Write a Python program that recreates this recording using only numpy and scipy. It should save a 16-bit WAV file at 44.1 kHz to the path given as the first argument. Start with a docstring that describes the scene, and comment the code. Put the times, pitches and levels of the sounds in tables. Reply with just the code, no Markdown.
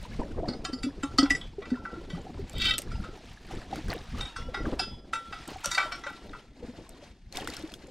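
"""Anchor over the bow

A steel anchor and its chain are lifted from the deck locker of a small metal boat and let down over the bow.
The anchor clangs (fading sine modes) and scrapes (gritty noise through the same modes).
Links tick on the rail (click and short ring) and the hull thuds under feet and gear (low fading sines).
Wind buffets the microphone (low noise), water and clothing rustle (noise with tiny knocks),
and a faint squeak (gliding sines) joins in."""
import sys
import numpy as np
from scipy import signal
from scipy.fft import rfft, irfft, next_fast_len
from scipy.io import wavfile
from scipy.ndimage import uniform_filter1d, map_coordinates

SR = 44100
rng = np.random.default_rng(int(sys.argv[2]) if len(sys.argv) > 2 else 0)


def level_to_linear(level):
    """Convert decibel levels to linear amplitude factors, elementwise."""
    exponent = np.asarray(level, float) / 20
    return 10 ** exponent


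def unload_audio(sound):
    """Save the sound as a 16-bit wav file, at the path given as the first command line argument."""
    columns = np.transpose(np.atleast_2d(sound))
    # keep every value between -1 and 1, then stretch to whole-number steps
    steps = np.round(np.clip(columns, -1, 1) * 32767)
    wavfile.write(sys.argv[1], SR, steps.astype(np.int16))


N = 348390

# wind buffeting over time: t/s, level/dB
WIND_LEVEL = [(0, -41), (0.9, -40), (1.5, -44), (2.2, -41.5), (3.3, -43.5), (3.9, -37.5), (4.75, -42.5),
              (5.0, -50), (7.9, -51)]
# colour of the wind noise: f/Hz, relative level per Hz/dB
WIND_COLOUR = [(12, -4.5), (24, 6), (70, -1), (260, -12), (440, -120)]
# stir of rope, chain and cloth, with sudden lulls and starts: t/s, hull scuffing level/dB, rustle level/dB
STIR = [(0, -53, -54), (0.6, -47, -61.5), (1.4, -46, -57), (1.55, -65.5, -64.5), (1.62, -44, -62),
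        (2.2, -47.5, -57), (3.12, -48.5, -55), (3.44, -63, -57), (4.3, -56, -54.5), (4.98, -51, -67.5),
        (5.5, -56, -51.5), (6.4, -48.5, -56.5), (6.5, -65.5, -69), (6.63, -47, -58.5), (7.05, -52.5, -59),
        (7.27, -78, -77), (7.36, -44, -48), (7.9, -49.5, -62.5)]
# feet and gear scuffing the deck: peak t/s, rise over 20 dB/s, fall over 20 dB/s, hull level/dB, rustle level/dB
SCUFF_SWELLS = [(0.193, 0.0084, 0.16, -29.5, -57), (0.387, 0.036, 0.25, -27.5, -63),
                (3.515, 0.11, 0.43, -43.5, -51), (3.774, 0.2, 0.074, -37, -47.5),
                (3.907, 0.058, 0.12, -33.5, -44.5), (4.195, 0.11, 0.08, -41, -48),
                (4.703, 0.22, 0.18, -30, -51), (5.487, 0.017, 0.048, -35, -46),
                (7.552, 0.31, 0.26, -55, -50.5)]
# colour of the scuffing carried by the hull: f/Hz, relative level per Hz/dB
HULL_COLOUR = [(59, 0), (100, -8), (309, -0.5), (600, -11.5), (2000, -37), (4400, -120)]
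# colour of the rustle: f/Hz, relative level per Hz/dB
RUSTLE_COLOUR = [(410, -42.5), (700, -2.5), (1130, -11), (1800, -7.5), (4500, -11), (9000, -24.5),
                 (15800, -46)]
# the anchor's modes: f/Hz, relative level/dB, time to fade 60 dB when neither damped nor freed/s
ANCHOR_MODES = [(810, -17, .15), (1278, -7, .2), (1352, -5, .5), (1392, -4, .2), (1511, -2, .12),
                (1962, 0, .25), (2295, -6, .15), (2655, -7, .2), (3090, -8, .4), (3378, -8, .5),
                (3700, -4, .17), (3742, -4, .25), (4185, -8, .2), (4487, -3, .09), (4638, -4, .2),
                (4984, -.5, .3), (5483, -5, .3), (5782, -4, .25), (6230, -4, .16), (6800, -5, .18),
                (7205, -6, .18), (7520, -3, .12), (8260, -6, .12)]
# edges of the five families of modes, which each strike point drives differently: f/Hz
FAMILY_EDGES = [500, 1700, 2850, 4300, 5600, 10500]
# blows on the anchor, and one soft scrape at 6.04 s:
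# t/s, relative level of the lowest family/dB, tilt per family/dB, favoured f/Hz, its lift/dB
CONTACTS = [(0.484, -38.5, -2.5, 4740, 19), (0.6482, -31, -2, 4470, 12), (0.7305, -41.5, -1.5, 4780, 20),
            (0.8311, -36.5, -1, 4700, 14.5), (1.032, -31.5, -2.5, 1330, 11), (1.184, -20.5, -1.5, 4720, 16),
            (1.221, -31, -19, 1500, 7), (1.256, -30, -6.5, 1590, 0), (1.304, -28, -0.5, 1962, 20),
            (1.4117, -43.5, -3.5, 3260, 24.5), (1.6205, -35.5, -7.5, 1962, 3),
            (1.654, -41.5, -4.5, 1962, 4.5), (1.702, -51, -1.5, 4470, 19), (1.754, -50.5, -4.5, 1460, 19),
            (1.8523, -37, -7.5, 1430, 4.5), (1.938, -43.5, -5, 1962, -1), (2.1, -42.5, -2.5, 3360, 10),
            (2.6806, -39.5, -8, 1460, 16.5), (2.6933, -41.5, -1.5, 4970, 21),
            (2.9163, -49.5, -1, 1330, 17.5), (3.039, -41, -5, 1500, 11.5), (4.2083, -32.5, -2.5, 3850, 8),
            (4.362, -35, -3, 5000, 6), (4.5432, -24, -6, 2000, 6.5), (4.793, -25, -3, 3400, 4),
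            (5.1327, -25.5, -3.5, 1380, 2), (5.325, -34, -4.5, 5000, 14), (5.6429, -30.5, -1.5, 6000, 12.5),
            (5.7131, -28.5, -1, 7650, 9.5), (5.747, -31, -0.5, 3300, 7.5), (5.779, -16, -5.5, 1616, 13.5),
            (5.9198, -29, -4.5, 2350, 15), (6.0364, -33, -6, 1900, 1), (6.0658, -30.5, -5.5, 2100, 9),
            (6.333, -39.5, -6.5, 1300, 3.5)]
# thuds in the hull: t/s, relative level/dB, f/Hz
HULL_THUDS = [(0.487, -25, 246), (0.73, -24, 257), (0.839, -21.5, 259.5), (0.864, -19.5, 277.4),
              (1.034, -20.5, 278), (1.187, -11.5, 274), (1.228, -10.5, 281), (1.307, -21.5, 280),
              (1.582, -23, 402), (1.717, -16, 250), (1.974, -31, 331), (2.131, -28, 171.4),
              (2.266, -28.5, 760), (2.392, -27, 392), (2.992, -33.5, 193), (3.727, -17.5, 778),
              (4.485, -28.5, 507), (4.795, -21, 754), (5.778, -28, 820), (6.064, -28.5, 572),
              (6.625, -30, 483), (6.683, -33.5, 242), (7.023, -36.5, 583), (7.635, -27.5, 317)]
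# links and rope fittings ticking on the rail: t/s, relative level/dB, f/Hz
RAIL_TICKS = [(2.496, -27, 7400), (2.532, -33, 8000), (2.582, -25, 7960), (2.781, -8, 8070),
              (2.787, -11, 8400), (2.819, -20.5, 8430), (3.758, -21.5, 1420), (3.883, -25.5, 1590),
              (5.477, -24, 8200), (5.571, -37.5, 6900), (5.658, -5.5, 5900), (5.923, -36.5, 8900),
              (5.96, -40, 8500), (5.995, -39, 7450), (6.103, -41, 9000), (6.892, -28.5, 8300),
              (7.325, -24, 4250), (7.371, -12, 3610), (7.386, -27, 890), (7.409, -24.5, 3040),
              (7.445, -29, 4870), (7.474, -12.5, 1420), (7.501, -22, 4670), (7.537, -21.5, 4000),
              (7.567, -20, 5420), (7.625, -31.5, 3670), (7.675, -35, 3530), (7.719, -28, 2670),
              (7.739, -20, 3350), (7.87, -38, 7060)]
# the anchor dragged over metal: t/s, relative level/dB
DRAG_LEVEL = [(2.52, -54), (2.6, -38.5), (2.645, -31.5), (2.7, -33.5), (2.76, -52.5)]
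# the gliding squeak: t/s, f/Hz, level/dB
SQUEAK_GLIDE = [(4.22, 1090, -59), (4.34, 895, -59), (4.485, 985, -57)]
# side against mid while the sound is almost mono: f/Hz, level/dB
NARROW_SIDE = [(10500, -33), (12000, 0)]
# side against mid once the sound has opened out: f/Hz, level/dB
WIDE_SIDE = [(100, -21), (400, -23), (3000, -9.5), (12000, -4)]
# start and end of the opening out: t/s
OPENING = (5.4, 6.86)


def unit(x):
    """Scaled to rms 1."""
    return x / np.sqrt(np.mean(x ** 2) + 1e-20)


def along(points, hz):
    """Reads (Hz, value) points on a log frequency axis."""
    f, v = np.transpose(points)
    return np.interp(np.log(hz + 1), np.log(f + 1), v)


def curves(rows):
    """One value per sample for each column after the time; -120 outside the listed times."""
    s, *columns = np.transpose(rows)
    t = np.arange(N) / SR
    return [np.interp(t, s, c, left=-120, right=-120) for c in columns]


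def wobble(rate):
    """A smooth random curve with rate knots a second."""
    knots = rng.standard_normal(int(N * rate / SR) + 4)
    return map_coordinates(knots, [np.arange(N) * rate / SR])


def filtered(x, response):
    """x passed through a complex response, given as a function of frequency."""
    m = next_fast_len(N + SR // 2)
    return irfft(rfft(x, m) * response(np.fft.rfftfreq(m, 1 / SR)), m)[..., :N]


def band(x, lo_hz, hi_hz):
    """Causal band-pass."""
    return signal.sosfilt(signal.butter(2, [lo_hz, hi_hz], "band", fs=SR, output="sos"), x)


def fade(t, seconds):
    """Exponential decay that falls 60 dB in the given time."""
    return level_to_linear(-60 * t / seconds)


def soft_start(t, seconds):
    """Rounded onset: a gain rising from 0 towards 1."""
    return 1 - np.exp(-t / seconds)


def add(track, s, sound):
    """Mixes a sound into the track at s seconds."""
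    part = track[..., round(s * SR):round(s * SR) + sound.shape[-1]]
    part += sound[..., :part.shape[-1]]


def rush(spectrum, patchy_db, envelope):
    """Coloured noise of rms 1 under an envelope, with random patches of gain in time and pitch."""
    z = signal.stft(rng.standard_normal(N) * envelope, nperseg=256)[2]
    field = uniform_filter1d(rng.standard_normal(z.shape), 5, 0)
    field = uniform_filter1d(field, 6, 1)
    x = signal.istft(z * level_to_linear(patchy_db * unit(field)), nperseg=256)[1][:N]
    return unit(filtered(x, lambda hz: level_to_linear(along(spectrum, hz))))


def grains(rate, mid_hz, spread, cycles, size_db):
    """Random small contacts, together of rms 1, each a damped ring at its own pitch; rate is per second."""
    draw = rng.random((round(rate * N / SR), 3))
    hz = mid_hz * np.exp(spread * rng.standard_normal((len(draw), 1)))
    hz = np.clip(hz, 100, SR / 3)
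    t = np.arange(round(0.038 * SR)) / SR
    size = level_to_linear(-size_db * np.log(0.0032 + draw[:, 1:2]))  # a few are much larger than the rest
    sign = np.sign(draw[:, 2:] - .5)
    rings = sign * size * np.sin(2 * np.pi * hz * t)
    rings *= fade(t, cycles / hz) * soft_start(t, 2 / hz)
    at = (draw[:, :1] * N).astype(int) + np.arange(len(t))
    return unit(np.bincount(at.ravel(), rings.ravel(), minlength=N)[:N])


def wind():
    """Lumps of low pressure on the microphone: low noise with uneven strength."""
    lumps = rush(WIND_COLOUR, patchy_db=1.5, envelope=level_to_linear(6.2 * wobble(16)))
    return level_to_linear(curves(WIND_LEVEL)[0] + 1.3 * wobble(11)) * lumps


def stirring():
    """Hull and rustle levels in dB: the stir, with sudden lulls and starts, and every scuff swelling out of it."""
    t = np.arange(N) / SR
    power = level_to_linear(2 * np.array(curves(STIR)))  # doubled dB turn amplitude into power
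    for s, rise, fall, *db in SCUFF_SWELLS:
        drop_db = 20 * np.maximum((s - t) / rise, (t - s) / fall)
        power += level_to_linear(2 * (np.array(db)[:, None] - drop_db))
    return 10 * np.log10(power)


def shuffle():
    """Scuffing carried by the hull and a rustle of rope, links and cloth: noise full of small knocks."""
    hull_db, rustle_db = stirring()
    unrest = wobble(26)

    scuff = rush(HULL_COLOUR, patchy_db=2.0, envelope=level_to_linear(4.2 * wobble(60)))
    knocks = grains(rate=160, mid_hz=571.0, spread=0.498, cycles=31.0, size_db=5)
    hull = level_to_linear(hull_db + 0.27 * unrest) * (scuff + 0.39 * knocks)

    rustle = rush(RUSTLE_COLOUR, patchy_db=1.5, envelope=level_to_linear(1.5 * wobble(120)))
    crackle = grains(rate=77, mid_hz=5900, spread=0.58, cycles=3.5, size_db=3.0)
    rattle = grains(rate=700, mid_hz=1900, spread=0.666, cycles=33, size_db=5.0)
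    brisk = level_to_linear(1.1 * (rustle_db + 53))  # brisker movement rattles more
    cloth = rustle + brisk * (rattle + 0.19 * crackle)
    return hull + level_to_linear(rustle_db + 2.0 * unrest) * cloth


def chatter(count, t):
    """Uneven gain for each mode, 70 knots a second: loose parts touch the ringing steel."""
    knot, part = np.divmod(t * 70, 1)
    knot = knot.astype(int)
    gain = level_to_linear(4.47 * rng.standard_normal((count, knot[-1] + 2)))
    return gain[:, knot] * (1 - part) + gain[:, knot + 1] * part


def link_rings(level_db, t):
    """Sixteen links and shackles ring briefly at random pitches of their own."""
    draw = rng.random((16, 2))
    hz = 700 * 15 ** draw[:, :1]
    family = np.searchsorted(FAMILY_EDGES[:-1], hz[:, 0]) - 1
    decay = fade(t, 0.016 + 0.19 * draw[:, 1:])
    return (level_to_linear(level_db[family] - 15.0) * decay * np.sin(2 * np.pi * hz * t)).sum(0)


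def clangs():
    """Each contact, with weak bounces, rings the anchor at new strengths, most near the favoured pitch."""
    hz, mode_db, t60 = np.transpose(ANCHOR_MODES)[:, :, None]
    t = np.arange(SR // 2) / SR
    ring, clatter = np.zeros(N), np.zeros((len(FAMILY_EDGES) - 1, N))
    step = np.arange(len(clatter))[:, None]
    family = np.searchsorted(FAMILY_EDGES, hz[:, 0]) - 1
    family_power = np.bincount(family, level_to_linear(2 * mode_db[:, 0]))
    share_db = mode_db - 10 * np.log10(family_power[family, None])  # a family's modes share its energy

    for s, db, tilt_db, favoured_hz, lift_db in CONTACTS:
        level_db = db + tilt_db * step
        free = .6 if s < 1.5 else 1.1  # lying in the locker damps the ring, hanging frees it
        near = np.exp(-(np.log(hz / favoured_hz) / 0.099) ** 2)
        chance_db = 4.87 * rng.standard_normal(hz.shape)
        strength = level_to_linear(level_db[family] + share_db + lift_db * near + chance_db)

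        # much of the energy leaves while the parts still touch
        decay = fade(t, 0.03) + 0.22 * fade(t, t60 * free)
        decay = decay * chatter(len(hz), t)
        detuned_hz = hz * (1 + 0.0013 * rng.standard_normal(hz.shape))
        modes = (strength * decay * np.sin(2 * np.pi * detuned_hz * t)).sum(0)
        modes += link_rings(level_db, t)
        modes *= soft_start(t, 0.0038)
        add(ring, s, 1.49 * modes)
        for late, size in rng.random((5, 2)):  # the parts bounce weakly afterwards
            add(ring, s + 0.061 * late ** 2, 0.51 * size * modes)

        # nearby links clatter along: noise in each family's band
        burst = fade(t, 0.043) + 0.11 * fade(t, 0.5 * free)
        burst = burst * soft_start(t, 0.0085)
        favoured = step == np.searchsorted(FAMILY_EDGES, favoured_hz) - 1
        loose_db = level_db + 0.64 * lift_db * favoured
        noise = rng.standard_normal((len(clatter), len(t)))
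        add(clatter, s - .006, level_to_linear(loose_db + 2.5) * burst * noise)

    bands = zip(clatter, FAMILY_EDGES, FAMILY_EDGES[1:])
    return ring + sum(band(noise, lo, hi) for noise, lo, hi in bands)


def thuds():
    """A hull panel rings low, fading 60 dB in 25 cycles, with a weaker neighbour mode and a soft start."""
    out, t = np.zeros(N), np.arange(round(.3 * SR)) / SR
    for s, db, hz in HULL_THUDS:
        neighbour_hz = hz * rng.uniform(1.6, 2.1)
        panel = np.sin(2 * np.pi * hz * t) + 0.083 * np.sin(2 * np.pi * neighbour_hz * t)
        add(out, s, level_to_linear(db + 4.5) * fade(t, 25 / hz) * soft_start(t, 0.0056) * panel)
    return out


def ticks():
    """A broad click of noise with a brief ring at the link's pitch."""
    out, t = np.zeros(N), np.arange(round(.06 * SR)) / SR
    for s, db, hz in RAIL_TICKS:
        ping = np.sin(2 * np.pi * hz * t) + .4 * np.sin(3 * np.pi * hz * t)
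        ping = ping * fade(t, .012)
        click = band(rng.standard_normal(len(t)), 0.22 * hz, 8700)
        click = click * (fade(t, 0.01) + 0.14 * fade(t, 0.13))
        add(out, s, level_to_linear(db) * (.35 * ping + 0.27 * click) * soft_start(t, 0.00033))
    return out


def drag():
    """Gritty friction keeps the anchor's modes ringing, the middle ones most."""
    push = level_to_linear(curves(DRAG_LEVEL)[0])
    grit = unit(rng.standard_normal(N) * level_to_linear(4.5 * wobble(300) + 3 * wobble(50)))

    def tone(f):
        """Sum of resonances, narrower for modes that ring longer."""
        body = sum(level_to_linear(db) / np.sqrt(t60) * 1j * f / (hz * hz - f * f + 1j * f * 6 / t60)
                   for hz, db, t60 in ANCHOR_MODES)
        return body * level_to_linear(along([(1000, -8.0), (3300, 21), (6000, -7.5)], f))

    level = np.sqrt(np.mean(filtered(grit, tone) ** 2))
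    ringing = filtered(grit * push, tone) / level
    scrape = band(grit * push, 2200, 5500)
    return level_to_linear(5.0) * ringing + level_to_linear(-11.5) * scrape


def squeak():
    """A faint gliding squeak: a sine and its third partial, equally strong."""
    hz, db = curves(SQUEAK_GLIDE)
    phase = 2 * np.pi * np.cumsum(hz) / SR
    return level_to_linear(db) * (np.sin(phase) + np.sin(3 * phase))


def scene():
    """Left and right differ by a phase-scrambled copy of the sound, at first mainly in the top octave."""
    mid = wind() + shuffle() + clangs() + thuds() + ticks() + drag() + squeak()
    knots = rng.uniform(-np.pi, np.pi, size=60)

    def side_copy(shape):
        """The mid sound with scrambled phase and its own colour."""
        def response(hz):
            turn = np.interp(hz, np.linspace(0, SR / 2, len(knots)), knots)
            top = hz > NARROW_SIDE[0][0]
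            scramble = np.exp(1j * turn) - 0.89 * top  # the right side hears more of the top octave
            return level_to_linear(along(shape, hz)) * scramble
        return filtered(mid, response)

    wide = np.interp(np.arange(N) / SR, OPENING, [0, 1])
    side = (1 - wide) * side_copy(NARROW_SIDE) + wide * side_copy(WIDE_SIDE)
    return np.array([mid + side, mid - side])


def top_cut(x):
    """Nothing passes above the cut-off."""
    return signal.sosfilt(signal.butter(12, 15850, fs=SR, output="sos"), x)


def record(dry):
    """Turns the finished two-channel mix into the sound to be saved."""
    return top_cut(dry)


dry = scene()
out = record(dry)
unload_audio(out)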